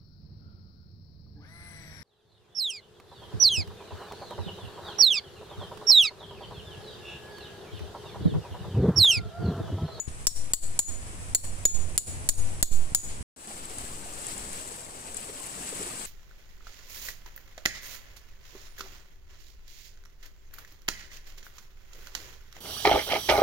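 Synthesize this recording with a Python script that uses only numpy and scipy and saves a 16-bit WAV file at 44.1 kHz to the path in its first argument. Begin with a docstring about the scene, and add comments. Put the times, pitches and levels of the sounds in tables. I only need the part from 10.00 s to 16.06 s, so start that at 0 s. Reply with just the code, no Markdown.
"""Tent peg among trees, then a lake shore

Close by, a steel hammer drives a peg into gritty ground: one blow already dying away, then nine clinks
of ringing modes and noise bursts, scattered back as dense faint echoes. A limiter ducks the breeze at
loud blows. After a short silence a stirred lake shore fades in: shaped noise, ringing grains, ticks.
Water laps in both places, and each microphone port adds its own treble resonance."""
import sys
import numpy as np
from scipy import signal
from scipy.fft import rfft, irfft, next_fast_len
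from scipy.io import wavfile
from scipy.ndimage import uniform_filter1d, minimum_filter1d

SR = 44100
rng = np.random.default_rng(int(sys.argv[2]) if len(sys.argv) > 2 else 0)


def pcm_store(signal):
    """Save signal as 16-bit PCM."""
    levels = np.round(np.clip(np.atleast_2d(signal), -1, 1) * 32767)
    wavfile.write(sys.argv[1], SR, levels.astype(np.int16).T)


N = 267201
TIME = np.arange(N) / SR
TENT_END_S, SHORE_START_S, SHORE_FADE_IN_S = 3.228, 3.362, 0.13
CUTOFF_HZ = 15500

# Hammer blows. Each row: start in seconds, strength in dB, the peg's note in Hz, then in dB the levels of
# note, lingering part, low clank, high clank, top ping, and knock with thud; last the jolt to the left
# and right microphone (linear).
BLOWS = [(-0.016, -18, 6880, 13, 1.5, -2, 6, -4, -4, 0.0077, 0.022),
         (0.2692, -5, 6820, 1, -8.5, 4, 14, -15, 2.5, 0.33, 0.091),
         (0.5349, -4, 6780, -3.5, -8, 7, -4, -17, 1, 0.33, 0.18),
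         (0.791, -6, 6860, 2.5, 4.5, 2, -14, 3.5, 3, 0.037, 0.12),
         (1.3482, -5.5, 7040, 5, -7, 9, 0, -8, 1.5, 0.07, 0.13),
         (1.653, -5.5, 6904, 9.5, 6, 3, 0, -4, 1, 0.033, 0.48),
         (1.978, -3.5, 6900, -5.5, -6, 3, 0.5, -10, 1, 0.017, 0.0023),
         (2.2892, -5.5, 6800, 2, -1.5, 9.5, 5, -0.5, 3, 0.52, 0.1),
         (2.6268, -3.5, 6760, 1, 0, 10.5, 3.5, 8.5, 6, 0.37, 0.89),
         (2.948, -6, 6820, 1.5, 2.5, -8, 2.5, -19, 1.5, 0.072, 0.11)]
# Peg damped by soil and hand. Each row: nominal mode in Hz, level in dB, 60 dB decay in seconds.
PEG_MODES = [(4650, -30.5, 0.014), (4920, -44, 0.012), (7180, -7, 0.012), (6750, -21, 0.014),
             (7420, -12, 0.037), (7890, -8.5, 0.013), (8800, -16.5, 0.042), (9000, -12.5, 0.013),
             (9600, -48, 0.055), (9800, -24, 0.037), (11460, -28, 0.014), (12400, -39.5, .022),
             (13200, -19, 0.033), (13800, -22.5, 0.039)]
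# Centres of low clank, high clank and top ping. Each row: nominal Hz, level in dB, 60 dB decay in seconds.
CLANK = [(4415, -18.5, 0.018), (5650, -16, 0.022), (11240, -14, 0.018)]
CLANK_SPLIT_HZ = 132   # nominal spacing of the three modes in a clank
# Grit crunching around the peg. Each row: frequency in Hz, density in dB per Hz.
CRUNCH_COLOUR = [(1500, -15), (3000, 2.5), (4300, 3.5), (5600, 4), (6200, -8), (7000, -2), (9000, -12.5),
                 (11000, 8.5), (12500, 3), (15000, 10)]
# Close modes that beat as the peg's note. Each row: offset from the note in Hz, level in dB.
NOTE_MODES = [(-6.5, -7.5), (35.5, -30), (-74, -20)]
NOTE_T60_S = 0.058   # how fast the soil soaks up the peg's note
# Lingering partials of the note. Each row: offset from the note in Hz, spread in Hz, level in dB.
LINGER = [(0.5, 13, -24.5), (-60.5, 59, -30)]
# Fine partials of hammer head and peg. Each row: centre in Hz, spread in Hz, level in dB.
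SHIMMER = [(5600, 54, -44.5), (7350, 70, -43.5), (7900, 95, -36.5), (11200, 110, -34.5), (12150, 80, -42.5),
           (13660, 170, -41.5), (14650, 250, -38), (15250, 130, -40)]
# Scatter from ground, tent and trees. Each row: delay in seconds, 60 dB decay in seconds, level in dB.
SCATTER = [(.002, 0.032, -7.5), (0.011, 0.416, -14.5)]
# Colour of the scattered sound. Each row: frequency in Hz, level in dB.
SCATTER_COLOUR = [(1500, -35.5), (3600, 0), (4400, -0.5), (5800, -2), (6300, -20.5), (6800, 6.5),
                  (7300, -1), (10000, -0.5), (10600, -14.5), (11200, -5), (12700, -5.5), (15500, -6.5)]
# Soft scuffs on the grit beside the tent. Each row: start in seconds, relative level in dB, length in seconds.
SCUFFS = [(0.078, -39, 0.0096), (2.44, -57, 0.035), (3.078, -37, 0.058)]

# Small waves breaking on the shore. Each row: crest in seconds, height in dB above the calm water.
WAVES = [(3.52, -1.5), (3.8, 5), (4.3, 8.5), (4.55, 5.5), (5.2, 3), (5.45, 3), (5.63, 6.5), (5.82, 9),
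         (6.02, 5.5)]
WAVE_RISE_S, WAVE_FALL_S = 0.089, 0.14   # time constants of build-up and run-out
# The water's three voices. Each row: frequency in Hz, density in dB per Hz.
WASH_COLOUR = [(20, 1), (60, -1.5), (150, -2.5), (400, -1), (750, -1), (1100, -4), (2000, -18), (5000, -46)]
SPLASH_COLOUR = [(500, -36), (1200, 2), (2000, -0.5), (2800, 0), (3500, -3), (4500, -2.5), (6000, -9),
                 (9000, -9.5), (15000, -18.5)]
HISS_COLOUR = [(500, -18), (3000, 1.5), (5500, 4), (8000, 4), (10000, 3), (11500, -4), (15500, -2)]
# level when calm (dB), and dB gained per dB of swell
WASH_DB, WASH_FOLLOWS = -49.5, 0.44
SPLASH_DB, SPLASH_FOLLOWS = -52.5, 0.92
HISS_DB, HISS_FOLLOWS = -56.5, 0.88
# Left-right likeness at the shore. Each row: frequency in Hz, likeness from -1 (opposed) to 1 (same).
SHORE_LIKENESS = [(30, 0.79), (120, 1), (300, 1), (700, 0.58), (1500, 0.65), (3000, 0.3), (8000, 0.093)]
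SHORE_LAG_S = 0.000414   # the water's sound reaches the left microphone first
# Water lapping at the bank. Each row: start in seconds, nominal pitch in Hz, relative level in dB.
LAPS = [(1.874, 278, -32), (2.068, 740, -38), (3.502, 790, -33), (4.056, 690, -36), (4.36, 266, -35),
        (4.708, 433, -37), (5.28, 380, -34), (5.282, 495, -34), (5.6, 245, -29), (5.718, 470, -28),
        (5.793, 320, -29), (5.803, 405, -28), (5.865, 340, -32), (5.93, 420, -34)]
# Light ticks of twigs and grit. Each row: start in seconds, relative level in dB.
TICKS = [(3.6538, -27.5), (3.784, -21), (4.2235, -27), (4.2675, -17.5), (4.285, -25), (4.379, -22),
         (4.5298, -27), (5.145, -25), (5.1692, -16.5), (5.4397, -28), (5.4631, -27), (5.6906, -27),
         (5.752, -25), (5.829, -23)]

# Low rumble under the shore. Each row: time in seconds, level in dB.
LOW_RUMBLE = [(3.36, -63), (3.5, -63.5), (3.55, -48), (3.8, -44), (4.2, -43.5), (4.45, -45.5), (4.7, -51.5),
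              (5.1, -52.5), (5.3, -52.5), (6.05, -55)]
# Its colour. Each row: frequency in Hz, density in dB per Hz.
LOW_RUMBLE_COLOUR = [(8, 11.5), (20, 0), (35, -5.5), (70, -2.5), (130, -10.5), (400, -23.5), (2000, -76)]
# Level of the breeze at the tent, at first still ducked by the limiter after the earlier blow.
# Each row: time in seconds, level in dB.
BREEZE = [(0, -6.5), (.065, -9.5), (.085, 0.5), (.6, -.5), (1.2, 1.5), (2.15, 2.5), (2.5, 3), (2.85, 1),
          (3.22, 1.5)]
# Soft air and low rumble of the breeze. Each row: frequency in Hz, density in dB per Hz.
AIR_COLOUR = [(60, -11.5), (200, -1), (500, -1.5), (1000, -1), (1500, -3.5), (2500, -4.5), (4000, -11),
              (6000, -9.5), (8000, -11.5), (10000, -13.5), (12000, -21), (15500, -26.5)]
RUMBLE_COLOUR = [(10, 4), (25, 1.5), (60, -1.5), (92, -2), (120, -7), (190, -15.5), (300, -20.5),
                 (700, -25), (3000, -85)]
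AIR_DB, RUMBLE_DB, RUMBLE_FOLLOWS = -50, -41.5, 2.05   # levels at 0 dB of breeze; dB of rumble per dB of breeze
# Left-right likeness at the tent. Each row: frequency in Hz, likeness from -1 (opposed) to 1 (same).
TENT_LIKENESS = [(30, -0.019), (120, 0.2), (300, 0.81), (700, 0.21), (1300, -0.54), (2500, 0.013),
                 (15000, -0.17)]
# Low thumps in the microphones, some as the limiter lets go.
# Each row: start in seconds, relative left and right level in dB.
THUMPS = [(.078, 2.5, -24), (2.713, -5, 2.5), (2.92, -9.5, 0), (3.208, -13, -3)]
# A faint low drone. Each row: time in seconds, level in dB.
DRONE = [(0, -57), (.8, -49.5), (1.2, -45), (1.9, -44.5), (2.5, -41), (3.2, -61)]
# Microphone ports, left then right. Each row: resonance in Hz, half its Q, lift in dB.
PORTS = [(7920, 5.43, 15.5), (9540, 6, 16)]


def from_db(db):
    """Decibels to gain."""
    return 10 ** (np.asarray(db) / 20)


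def in_time(rows):
    """Each column of a curve, at every sample."""
    s, *columns = np.transpose(rows)
    return [np.interp(TIME, s, column) for column in columns]


def at_hz(points, hz):
    """Read a spectrum on a log-frequency axis."""
    f, value = np.transpose(points)
    return np.interp(np.log(hz + 1), np.log(f), value)


def dying(t, t60):
    """Exponential decay, 60 dB down after t60 seconds."""
    return np.exp(-np.log(1000) * t / t60)


def add(out, s, sound):
    """Mix a sound in from time s; what falls outside the scene is cut off."""
    i = round(s * SR)
    out[:, max(0, i):i + sound.shape[-1]] += sound[..., max(0, -i):N - i]


def band(x, low_hz, high_hz):
    """Causal band-pass."""
    edges = [low_hz, min(high_hz, .45 * SR)]
    return signal.sosfilt(signal.butter(2, edges, "band", fs=SR, output="sos"), x)


def drift(rate):
    """Random wander around zero, through `rate` normally distributed points a second."""
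    knots = rng.standard_normal(2000)
    return np.interp(TIME * rate, np.arange(len(knots)), knots)


def noise(spectrum, flutter_db, rate, likeness=TENT_LIKENESS, lag_s=0):
    """Stereo noise of a given colour, fluttering in level and late on the right by lag_s; rms 1."""
    size = next_fast_len(N, real=True)
    hz = np.arange(size // 2 + 1) * SR / size
    alike = np.clip(at_hz(likeness, hz), -1, 1)
    mid, side = rfft(rng.standard_normal((2, size)))
    pair = np.sqrt(1 + alike) * mid + np.sqrt(1 - alike) * side * [[1], [-1]]
    pair[1] *= np.exp(-2j * np.pi * hz * lag_s)
    coloured = irfft(pair * from_db(at_hz(spectrum, hz)), size)[:, :N]
    x = coloured * from_db(flutter_db * drift(rate))
    return x / x.std()


def ring(t, modes, spread_db):
    """Struck modes; each reaches either port with its own strength and phase."""
    hz, db, t60 = np.transpose(modes)[:, :, None, None]
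    gain = from_db(db + spread_db * rng.standard_normal((len(modes), 2, 1)))
    phase = 2 * np.pi * rng.random((len(modes), 2, 1))
    build_up = 1 - dying(t, .001)
    return np.sum(gain * np.sin(2 * np.pi * hz * t + phase) * dying(t, t60), axis=0) * build_up


def partials(t, groups, t60, count=12):
    """Groups of close partials that beat irregularly as they die."""
    modes = [(hz + width * off, db - 10 * np.log10(count), t60)
             for hz, width, db in groups for off in rng.standard_normal(count)]
    return ring(t, modes, 0)


def grains(per_s, low_hz, high_hz, cycles, spread_db, count=16):
    """Random small pops ring at `count` pitches, each pop at its own place; 60 dB down in `cycles`; rms 1."""
    out = np.zeros((2, N))
    for hz in np.geomspace(low_hz, high_hz, count):
        when, size, place = rng.random((4000, 3))[:int(per_s * N / SR / count)].T
        pops = np.zeros((2, N))
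        level = from_db(-spread_db * np.log(0.018 + size))   # a few pops are much louder
        pops[:, (when * N).astype(int)] = level * np.sqrt([place, 1 - place])
        # two-pole resonator
        r, w = dying(1 / SR, cycles / hz), 2 * np.pi * hz / SR
        feed = [0, np.sin(w), -np.sin(w)] / (2 * np.sin(w / 2))
        out += signal.lfilter(feed, [1, -2 * r * np.cos(w), r * r], pops + 1e-18)
    return out / out.std()


def hammer(crack_db=4.0, crack_t60=0.0028, crunch_db=-8.0, crunch_t60=0.022, knock_db=-7.0,
           knock_t60=0.026, thud_db=-3.0, thud_t60=0.024, detune=0.0044):
    """Steel cracks on steel, peg and head ring, grit crunches, a dry knock and a thud go into the soil."""
    out, t = np.zeros((2, N)), TIME[:SR // 4]
    grit_colour = from_db(at_hz(CRUNCH_COLOUR, np.fft.rfftfreq(len(t), 1 / SR)))
    for s, db, _, _, _, *clank_db, dull_db, _, _ in BLOWS:
        struck = PEG_MODES + [(hz + k * CLANK_SPLIT_HZ, level + extra_db, t60)
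                              for (hz, level, t60), extra_db in zip(CLANK, clank_db) for k in (-1, 0, 1)]
        # the soil grips the peg differently at every blow, which shifts its modes
        gripped = [(hz * (1 + detune * rng.standard_normal()), level, t60) for hz, level, t60 in struck]
        body = ring(t, gripped, spread_db=-1.5)
        burst = rng.standard_normal((4, 2, len(t)))
        crack = from_db(crack_db) * band(burst[0] * dying(t, crack_t60), 2360, 13000)
        grit = irfft(rfft(burst[3]) * grit_colour, len(t))
        crunch = from_db(crunch_db) * grit * dying(t, crunch_t60)
        knock = from_db(knock_db + dull_db) * band(burst[1] * dying(t, knock_t60), 480, 2500)
        # the thud is the same in both microphones
        thud = from_db(thud_db + dull_db) * band(burst[2, 0] * dying(t, thud_t60), 48, 510)
        add(out, s, from_db(db) * (body + crack + crunch + knock + thud))
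    return out


def peg_note(linger_t60=0.4, right_db=0.5):
    """The peg's note: close modes soon soaked up by the soil, and a lingering part set for each blow."""
    out, t = np.zeros((2, N)), TIME[:SR // 2]
    for s, db, hz, note_db, linger_db, *_ in BLOWS:
        quick_modes = [(hz + offset, level + note_db, NOTE_T60_S) for offset, level in NOTE_MODES]
        quick = ring(t, quick_modes, 0)
        slow_groups = [(hz + offset, width, level + linger_db) for offset, width, level in LINGER]
        slow = partials(t, slow_groups, linger_t60, count=6)
        add(out, s, from_db(db) * (quick + slow * (1 - dying(t, NOTE_T60_S))))
    return out * from_db([[0], [right_db]])


def shimmer(t60=0.24):
    """Fine high partials of the steel outlast each clink."""
    out, t = np.zeros((2, N)), TIME[:SR // 3]
    for s, db, *_ in BLOWS:
        add(out, s, from_db(db) * partials(t, SHIMMER, t60, count=4))
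    return out


def trees(x):
    """Dense faint echoes: a quick cluster from nearby and a longer tail from the trunks."""
    echoes, t = np.zeros((2, N)), TIME[:SR]
    colour = from_db(at_hz(SCATTER_COLOUR, np.arange(SR // 2 + 1)))
    for delay, t60, db in SCATTER:
        tail = irfft(rfft(rng.standard_normal((2, SR))) * colour) * dying(t, t60)
        add(echoes, delay, from_db(db) * tail / np.linalg.norm(dying(t, t60)))
    return signal.fftconvolve(x, echoes[:, :SR], axes=1)[:, :N]


def microphone_sway(swing_hz=2.14, t60=0.78, start_rad=0.87):
    """Each blow knocks the microphones off their rest level; they swing back below hearing."""
    out, t = np.zeros((2, N)), TIME[:SR]
    swing = -np.cos(2 * np.pi * swing_hz * t + start_rad) * dying(t, t60) * (1 - dying(t, 0.017))
    for s, *_, left, right in BLOWS:
        add(out, s, np.outer([left, right], swing))
    return out


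def scuffs(scuff_db=-14.0, low_hz=1800, high_hz=5500):
    """Grit shifts under a hand or knee: a brief rasp that swells and dies."""
    out, t = np.zeros((2, N)), TIME[:SR // 2]
    for s, db, length_s in SCUFFS:
        rasp = band(rng.standard_normal((2, len(t))), low_hz, high_hz)
        shape = 2 * t / length_s * np.exp(-2 * t / length_s) * np.e   # peaks at half the length
        add(out, s, from_db(db + scuff_db) * rasp / rasp.std() * shape)
    return out


def swell():
    """How far the water is stirred above calm, in dB: every wave builds up to its crest and runs out."""
    power = np.ones(N)
    for crest_s, height_db in WAVES:
        t = TIME - crest_s
        power += from_db(height_db) ** 2 * np.exp(np.minimum(t / WAVE_RISE_S, -t / WAVE_FALL_S))
    return 10 * np.log10(power)


def shore(swell_db, hiss_pan_db=5.0):
    """Small waves wash, splash and hiss; the higher the swell, the brighter. 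The hiss leans left."""
    place = dict(likeness=SHORE_LIKENESS, lag_s=SHORE_LAG_S)
    wash_level = from_db(WASH_DB + WASH_FOLLOWS * swell_db)
    wash = wash_level * noise(WASH_COLOUR, flutter_db=0.0, rate=16, **place)
    splash_level = from_db(SPLASH_DB + SPLASH_FOLLOWS * swell_db)
    splash = splash_level * noise(SPLASH_COLOUR, flutter_db=2.0, rate=66, **place)
    hiss_level = from_db(HISS_DB + HISS_FOLLOWS * swell_db)
    hiss = hiss_level * noise(HISS_COLOUR, flutter_db=1.34, rate=68, **place)
    return wash + splash + hiss * from_db([[hiss_pan_db], [-hiss_pan_db]])


def ripples(swell_db, bubble_db=-57.0, droplet_db=-65.5, fizz_db=-65.0):
    """Ringing bubbles, droplets and fine spray grow and fade with the waves."""
    bubbles = grains(per_s=90, low_hz=184.3, high_hz=1215, cycles=65, spread_db=3.0, count=24)
    fizz = grains(per_s=260, low_hz=5100, high_hz=11000, cycles=130, spread_db=2.5, count=40)
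    droplets = grains(per_s=110, low_hz=1506, high_hz=4800, cycles=80, spread_db=3.0, count=30)
    return (from_db(bubble_db + WASH_FOLLOWS * swell_db) * bubbles
            + from_db(droplet_db + SPLASH_FOLLOWS * swell_db) * droplets
            + from_db(fizz_db + HISS_FOLLOWS * swell_db) * fizz)


def rustle(swell_db, rustle_db=-65.5):
    """Spray patters in short crisp flurries, a little to the left."""
    patter = grains(per_s=200, low_hz=7000, high_hz=11000, cycles=16, spread_db=4.5, count=10)
    flurries = from_db(3.5 * drift(24))
    return from_db(rustle_db + HISS_FOLLOWS * swell_db) * flurries * patter * from_db([[2], [-3]])


def laps(lap_t60=0.045, rise=0.49, spread=0.14, cluster_s=0.01764, lap_db=-7.0, count=3):
    """Water slaps the bank and traps a few pockets of air, each gulping with rising pitch."""
    out, t = np.zeros((2, N)), TIME[:SR // 4]
    shape = dying(t, lap_t60) * (1 - dying(t, 0.0049))
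    for s, hz, db in LAPS:
        for size, late, place in rng.uniform(-0.89, 1, (count, 3)):
            pocket_hz = hz * (1 + spread * size)
            phase = 2 * np.pi * pocket_hz * t * (1 + rise * t)
            gulp = np.sin(phase + [[place], [0]])   # left phase offset places the gulp
            add(out, s + cluster_s * abs(late), from_db(db + lap_db) * gulp * shape)
    return out


def ticks(tick_db=-4.0, tick_t60=0.013, low_hz=6500, high_hz=10000):
    """Dry bits of twig and grit tick as short noise bursts, mostly on the left."""
    out, t = np.zeros((2, N)), TIME[:SR // 4]
    for s, db in TICKS:
        tick = band(rng.standard_normal((2, len(t))) * dying(t, tick_t60), low_hz, high_hz)
        add(out, s, from_db(db + tick_db) * tick * from_db([[0], [-6]]))
    return out


def low_rumble():
    """Low rumble under the shore, rising and then easing: noise weighted to the deepest bass."""
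    level_db, = in_time(LOW_RUMBLE)
    return from_db(level_db) * noise(LOW_RUMBLE_COLOUR, flutter_db=2.0, rate=41, likeness=SHORE_LIKENESS)


def breeze():
    """Soft air over a low rumble: two shaped noises that follow the strength of the breeze."""
    breeze_db, = in_time(BREEZE)
    air = from_db(AIR_DB + breeze_db) * noise(AIR_COLOUR, flutter_db=1.0, rate=49)
    rumble_level = from_db(RUMBLE_DB + RUMBLE_FOLLOWS * breeze_db)
    return air + rumble_level * noise(RUMBLE_COLOUR, flutter_db=-0.2, rate=26)


def thumps(tone_hz=95, tone_db=-16.5, tone_t60=0.024, burst_db=-14.5, burst_t60=0.0386):
    """Low thumps in the microphones: a dying bass tone with a short low noise burst."""
    out, t = np.zeros((2, N)), TIME[:SR // 4]
    for s, left_db, right_db in THUMPS:
        tone = -from_db(tone_db) * np.sin(2 * np.pi * tone_hz * t) * dying(t, tone_t60)
        burst = from_db(burst_db) * band(rng.standard_normal(len(t)) * dying(t, burst_t60), 165, 295)
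        add(out, s, (tone + burst) * from_db([[left_db], [right_db]]))
    return out


def drone(hz=91, waver_hz=3.06):
    """A faint low tone under the breeze, wavering in pitch and level."""
    level_db, = in_time(DRONE)
    level = from_db(level_db + 2 * drift(27.26))
    return level * np.sin(2 * np.pi * np.cumsum(hz + waver_hz * drift(20)) / SR)


def scene(note_scatter_db=-14.0, fade_from_db=-7.5):
    """The hammering, a moment of silence, then the shore fades in; laps run through both places."""
    blows, note, swell_db = hammer(), peg_note(), swell()
    hammering = blows + note + shimmer() + trees(blows + from_db(note_scatter_db) * note)
    tent = hammering + microphone_sway() + scuffs() + breeze() + thumps() + drone()
    lake = shore(swell_db) + ripples(swell_db) + rustle(swell_db) + ticks() + low_rumble()
    fade_in = np.interp(TIME - SHORE_START_S, [0, SHORE_FADE_IN_S], [from_db(fade_from_db), 1], left=0)
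    return tent * (TIME < TENT_END_S) + lake * fade_in + laps()


def port(x, hz, half_q, db):
    """The small cavity before a microphone lifts one treble band."""
    return x + (from_db(db) - 1) * signal.lfilter(*signal.iirpeak(hz, 2 * half_q, fs=SR), x)


def limiter(x, threshold_db=-10.5, hold_s=0.073, release_db_per_s=750, ahead_s=0.007):
    """Looks ahead, drops the gain for a loud peak, holds it, then lets go quickly."""
    power = uniform_filter1d(np.mean(x ** 2, axis=0), size=64)
    cut_db = np.minimum(0, threshold_db - 10 * np.log10(np.abs(power) + 1e-12))
    hold, ahead = int(hold_s * SR), int(ahead_s * SR)
    held_db = minimum_filter1d(cut_db, hold, origin=(hold - 1) // 2, mode="nearest")
    # the gain may climb back no faster than the release
    ramp_db = release_db_per_s * TIME
    released_db = np.minimum.accumulate(held_db - ramp_db) + ramp_db
    return x * from_db(uniform_filter1d(minimum_filter1d(released_db, 2 * ahead), ahead))


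def record(dry):
    """Port resonances, limiter, rounded peaks and a steep top cut."""
    top = 0.8   # level that the rounded peaks approach
    x = limiter(np.array([port(side, *row) for side, row in zip(dry, PORTS)]))
    rounded = top * np.tanh(x / top)
    return signal.sosfilt(signal.ellip(10, .1, 80, CUTOFF_HZ, fs=SR, output="sos"), rounded)


dry = scene()
out = record(dry)
pcm_store(out)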